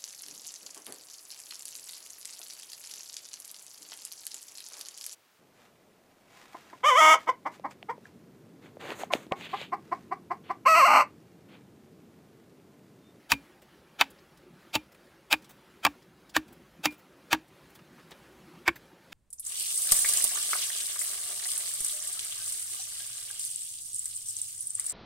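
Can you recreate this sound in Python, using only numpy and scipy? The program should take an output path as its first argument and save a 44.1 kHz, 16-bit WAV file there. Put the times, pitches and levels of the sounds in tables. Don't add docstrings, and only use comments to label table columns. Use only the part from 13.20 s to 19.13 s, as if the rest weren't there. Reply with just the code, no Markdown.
import sys
import numpy as np
from scipy import signal
from scipy.fft import rfft, irfft, next_fast_len
from scipy.io import wavfile
from scipy.ndimage import uniform_filter1d, map_coordinates

SR = 44100
rng = np.random.default_rng(int(sys.argv[2]) if len(sys.argv) > 2 else 0)


def log_audio(samples):
    frames = np.atleast_2d(samples).T
    limited = np.clip(frames, -1, 1)
    pcm = np.round(limited * 32767).astype(np.int16)
    wavfile.write(sys.argv[1], SR, pcm)


N = 261513
EARLY = 1764
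SPAN = 12288


def amp(db):
    return 10 ** (np.asarray(db) / 20)


def unit(x):
    return x / np.sqrt(np.mean(x ** 2) + 1e-20)


def along(points, hz):
    point_hz, value = np.transpose(points)
    return np.interp(np.log(hz + 1), np.log(point_hz + 1), value)


def filtered(x, response):
    length = next_fast_len(len(x) + 4096)
    spectrum = rfft(x, length) * response(np.fft.rfftfreq(length, 1 / SR))
    return irfft(spectrum, length)[:len(x)]


def resonances(modes, f):
    total = 0
    for k, (centre, width, db) in enumerate(modes):
        mode = 1j * f * width / (centre * centre - f * f + 1j * f * width)
        total = total + (-1) ** k * amp(db) * mode
    return total


def wobble(rate):
    knots = rng.standard_normal(int(N * rate / SR) + 4)
    return map_coordinates(knots, [np.arange(N) * rate / SR])


def rush(spectrum, patchy_db):
    z = signal.stft(rng.standard_normal(N), nperseg=1024)[2]
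    field = uniform_filter1d(rng.standard_normal(z.shape), size=5, axis=0)
    field = uniform_filter1d(field, size=4, axis=1)
    noise = signal.istft(z * amp(patchy_db * unit(field)), nperseg=1024)[1][:N]
    return unit(filtered(noise, lambda f: amp(along(spectrum, f))))


def air():
    # start_s, rumble_db, hiss_db
    air_levels = [(0.0, -63, -62.5), (0.7, -59.5, -64), (1.501, -61.5, -62), (1.8, -63.5, -63),
                  (3.3, -60.5, -64), (4.8, -61, -62), (4.96, -58, -60), (5.93, -58, -62.5)]
    # hz, level_db
    rumble_spectrum = [(15, -55.5), (25, -65.5), (51, -5.5), (92, -13.5), (158, -3), (275, -7.5), (372, -3),
                       (432, -14.5), (541, -19.5), (900, -17.5), (1170, -35.5), (1980, -120)]
    hiss_spectrum = [(290, -12), (500, -4), (538, -2), (596, -4), (641, -10), (1200, -7.5), (1310, -7),
                     (3250, -14.5), (8670, -25), (10800, -23), (15300, -28), (16500, -30)]
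    start_s, rumble_db, hiss_db = np.transpose(air_levels)
    t = np.arange(N) / SR
    rumble_gain = amp(np.interp(t, start_s, rumble_db) + 0.8 * wobble(10))
    rumble = rumble_gain * rush(rumble_spectrum, patchy_db=3.0)
    hiss_gain = amp(np.interp(t, start_s, hiss_db) + 1.0 * wobble(9.2))
    return rumble + hiss_gain * rush(hiss_spectrum, patchy_db=2.0)


def add(track, s, sound):
    track[round(s * SR):][:SPAN] += sound


def clock():
    t = (np.arange(SPAN) - EARLY) / SR
    return t, np.maximum(t, 0)


def swell(length):
    t = clock()[0]
    return np.sin(np.pi / 2 * np.clip(1 + t / length, 0, 1)) ** 2.9 * (t < 0)


def dying(t60, rise):
    after = clock()[1]
    return amp(-60 * after / t60) * (1 - np.exp(-after / rise))


def splinters(envelope, grit_db):
    size = amp(grit_db * unit(uniform_filter1d(rng.standard_normal(SPAN), size=12)))
    noise = unit(envelope * size * rng.standard_normal(SPAN))
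    return noise * np.sqrt(np.mean(envelope ** 2))


def wall(force, colour):
    # hz, width_hz, level_db
    wall_modes = [(477, 110, -23.5), (894, 254, 0), (1158, 80, 0.5), (1630, 417, 3.5), (1866, 302, 4.5),
                  (2297, 356, 2), (2654, 155, 6.5), (2985, 180, 2), (3665, 555, 0.5), (4660, 380, -3),
                  (5520, 460, -6), (7230, 1000, -11), (10070, 1100, -11), (12800, 12000, -16.5)]
    modes = np.array(wall_modes, float)
    modes[:, 0] *= rng.normal(1, 0.014, len(modes))
    return filtered(force, lambda f: resonances(modes, f) * amp(along(colour, f)))


def tinted(colour, wood_db, treble_db):
    lean = [(900, 0), (1700, wood_db), (2500, 0), (11000, treble_db)]
    return [(hz, db + along(lean, hz)) for hz, db in colour]


def lead_in(lead_db):
    # hz, width_hz, level_db
    hiss_bands = [(1342, 81, 5.5), (3184, 570, -3), (4873, 430, 5), (6270, 770, 4)]
    hiss = amp(lead_db) * splinters(swell(0.032), grit_db=2)
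    return filtered(hiss, lambda f: 0.71 + np.abs(resonances(hiss_bands, f)) / 2)


def fracture(wood_db, treble_db, lead_db, piece):
    # hz, level_db
    crack_colour = [(900, -1.5), (1700, -5), (2500, -5.5), (3400, -8.5), (5600, -5), (11000, -5.5)]
    tear_colour = [(900, -0.65), (1700, -7.5), (2500, -5), (3400, -7.5), (5600, -10), (11000, -5)]
    crack = amp(9.5) * splinters(dying(0.011, 0.0001), grit_db=4)
    crack[EARLY] = amp(19.5)
    loose_chips = amp(-28) * splinters(dying(0.22, 0.015), grit_db=0)
    sound = wall(crack + loose_chips, tinted(crack_colour, wood_db, treble_db))
    lead = lead_in(lead_db)
    tearing = amp(2.0) * splinters(dying(0.045, 0.0007), grit_db=4.5)
    sound += wall(lead + tearing, tinted(tear_colour, wood_db, treble_db))
    piece_force = 0.22 * crack + tearing + 0.34 * lead
    return sound + filtered(piece_force, lambda f: resonances(piece, f))


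def hollow(hz):
    t60_s = 0.17 * np.exp(-0.013 * (hz - 294.7))
    after = clock()[1]
    main = np.sin(2 * np.pi * hz * after)
    neighbour = np.sin(2 * np.pi * (0.834 * hz * after + rng.random()))
    extra_damping = amp(-60 * after / 0.65)
    pair = main + 0.39 * extra_damping * neighbour
    return dying(t60_s, 0.0043) * (1 - np.exp(-after / 0.0012)) * pair


def thud():
    after = clock()[1]
    soil = splinters(dying(0.065, 0.011), grit_db=-0.5)
    soil = filtered(soil, lambda f: resonances([(120, 130, 0)], f))
    return amp(24.5) * soil + dying(0.12, 0.052) * np.sin(2 * np.pi * 62 * after)


def ring(modes, rise):
    after = clock()[1]
    total = 0
    for hz, db, t60 in modes:
        tone = np.sin(2 * np.pi * (hz * after + rng.random()))
        total = total + amp(db + rng.normal(0, 1.1)) * dying(t60, rise) * tone
    return total


def splits(track):
    # start_s, level_db, knock_db (colour at 900 Hz)
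    late_splits = [(.123, -5, -20), (0.135, -13.5, -16), (0.815, -0.5, 2.2), (0.82, -12.5, 1.5),
                   (0.84, -28.5, -28), (1.558, -15, 6.5), (2.137, -9.5, 7), (2.664, -3, 7.5),
                   (2.667, -16.5, 13.5), (4.145, -18, 7), (5.482, -6, 9)]
    for s, db, knock_db in late_splits:
        t60_s = 0.018 * amp(-0.21 * db)
        snap = splinters(dying(t60_s, 0.00033), grit_db=6.0)
        colour = [(900, knock_db), (2500, -6.5), (5000, -8.5), (10000, -10.5)]
        add(track, s, amp(db) * wall(snap, colour))


def chops():
    # hollow_hz, hollow_db, thud_db, blade_db
    strokes = [(0.118, -7.5, -1.5, 4.5, -9, 970, 5.5, 2470, 4, 279, -30.5, -25.5, -25),
               (0.811, -2.5, -1, -5.5, -11, 960, 4, 2560, -2, 274, -41.5, -44.5, -58),
               (1.553, -8, -13.5, -1.5, -5.5, 868, 5.5, 2640, 0, 308, -29, -31, -33.5),
               (2.127, -7.5, -3, 3, -5.5, 934, 3.5, 2450, 12, 310, -29, -35, -37),
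               (2.65, -6, 0, 0.5, -17, 1156, 6.5, 2380, 9.5, 290.7, -28.5, -28, -47),
               (3.165, -9.5, 5.5, 2, -8, 905, 0.5, 1780, -1, 312, -23.5, -32, -41.5),
               (3.656, -9, -4, 2.5, -5.5, 970, 8.5, 2250, -1, 302, -25, -34.5, -22),
               (4.129, -4.5, 0, -3.5, -8.5, 914, 10.5, 2610, -5, 314, -21.5, -31, -41),
               (5.478, -10, 10.5, -4.5, -13.5, 1098, 8.5, 2236, 11, 338, -21.5, -29.5, -39)]
    # hz, level_db, t60_s
    blade_modes = [(2126, -2, .065), (2403, -3, .14), (2540, -2, .045), (3640, -16, .055)]
    # start_s (of its contact), lead_in_db
    last_lead = (5.94, -26.5)
    out = np.zeros(N + 2 * SPAN)
    for (s, crack_db, wood_db, treble_db, lead_db, knock_hz, knock_db, clack_hz, clack_db,
         hollow_hz, hollow_db, thud_db, blade_db) in strokes:
        # hz, width_hz, level_db
        piece = [(knock_hz, 70, knock_db), (clack_hz, 110, clack_db)]
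        sound = amp(crack_db) * fracture(wood_db, treble_db, lead_db, piece)
        sound += amp(hollow_db) * hollow(hollow_hz)
        sound += amp(thud_db) * thud()
        sound += amp(blade_db) * ring(blade_modes, rise=0.014)
        add(out, s, sound)
    splits(out)
    s, lead_db = last_lead
    hiss = splinters(swell(0.028), grit_db=1.5)
    add(out, s, amp(lead_db) * wall(hiss, [(900, 0), (8000, 0)]))
    return out[EARLY:][:N]


def ground(x):
    t = np.arange(SR // 4) / SR
    noise = rng.standard_normal(len(t)) * amp(-60 * t / 0.11)
    tail = filtered(noise, lambda f: 1 / (1 + 1j * f / 4000))
    return signal.fftconvolve(x, tail / np.linalg.norm(tail))[:N]


def pings(track):
    # start_s, top_mode_db, other_modes_db
    touches = [(2.296, -58, -69), (2.69, -64, -80), (3.708, -58, -73), (3.778, -60, -64.5),
               (5.556, -59, -47)]
    # hz, level_db, t60_s
    edge_modes = [(6220, -6, .07), (7250, -6, .05), (12240, -5, .08), (13630, 0, .07), (15130, 0, .12)]
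    rise_s = 0.0036
    for s, top_db, rest_db in touches:
        top = amp(top_db) * ring(edge_modes[-1:], rise_s)
        add(track, s, top + amp(rest_db) * ring(edge_modes[:-1], rise_s))


def ticks():
    # start_s, level_db, low_part_db, top_part_db
    rustles = [(0.4182, -49, 7.5, -3), (0.9018, -49.5, -8, 5), (0.9844, -49, 0, -23),
               (1.1717, -48.5, -13.5, -6), (1.719, -51, 5, -3), (1.744, -51.5, 12, -3),
               (2.2204, -47, -9.5, -8), (2.2424, -44, -1, -8), (2.2503, -50, -12.5, -23),
               (2.2918, -45, 7.5, 0), (2.3054, -47.5, 9, 3.5), (2.8205, -49, 1, -13),
               (3.093, -38, -14, -12), (3.2786, -50, 3.5, -2), (3.3253, -57, 17, 10), (3.706, -45, 5, -4),
               (3.7204, -46, 10.5, -1.1), (3.738, -50, 6.5, -2), (3.7894, -53.5, 9.5, -2),
               (4.28, -56, -13.5, -2), (4.4996, -59, 3, 9), (4.546, -52, -9.5, 2), (4.5512, -45, 6, -1),
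               (4.5886, -51.5, 13.5, -18), (4.7799, -60.5, 23.5, -18), (4.7944, -49.5, 7, -24),
               (4.9061, -45, 7.5, -1), (4.9138, -36, 6.5, -29), (5.3496, -52, 10.5, -27),
               (5.557, -42, 11.5, -3)]
    out = np.zeros(N + 2 * SPAN)
    for s, db, low_db, top_db in rustles:
        colour = [(300, low_db + 1.0), (800, low_db), (2000, low_db), (5000, 0), (12000, top_db)]
        bumps = list(zip(np.geomspace(600, 16000, num=24), rng.normal(0, 3, size=24)))
        burst = splinters(dying(t60=0.051, rise=0.0047), grit_db=-0.5)
        burst = filtered(burst, lambda f: amp(along(colour, f) + along(bumps, f)))
        add(out, s, amp(db) * burst)
    pings(out)
    return out[EARLY:][:N]


def scene():
    blows = chops()
    mono = blows + amp(-35.0) * ground(blows) + ticks() + air()
    return np.array([mono, mono])


def record(dry):
    top_hz = 16990
    treble = [(15600, 1.0), (16100, -10), (16900, -30.5)]  # hz, level_db

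    def microphone(f):
        bass = (1j * f / (32 + 1j * f)) ** 2
        return bass * amp(along(treble, f)) * (f < top_hz)

    rounded = dry / (1 + np.abs(dry / 0.62) ** 3) ** (1 / 3)
    return np.array([filtered(channel, microphone) for channel in rounded])


dry = scene()
out = record(dry)
log_audio(out)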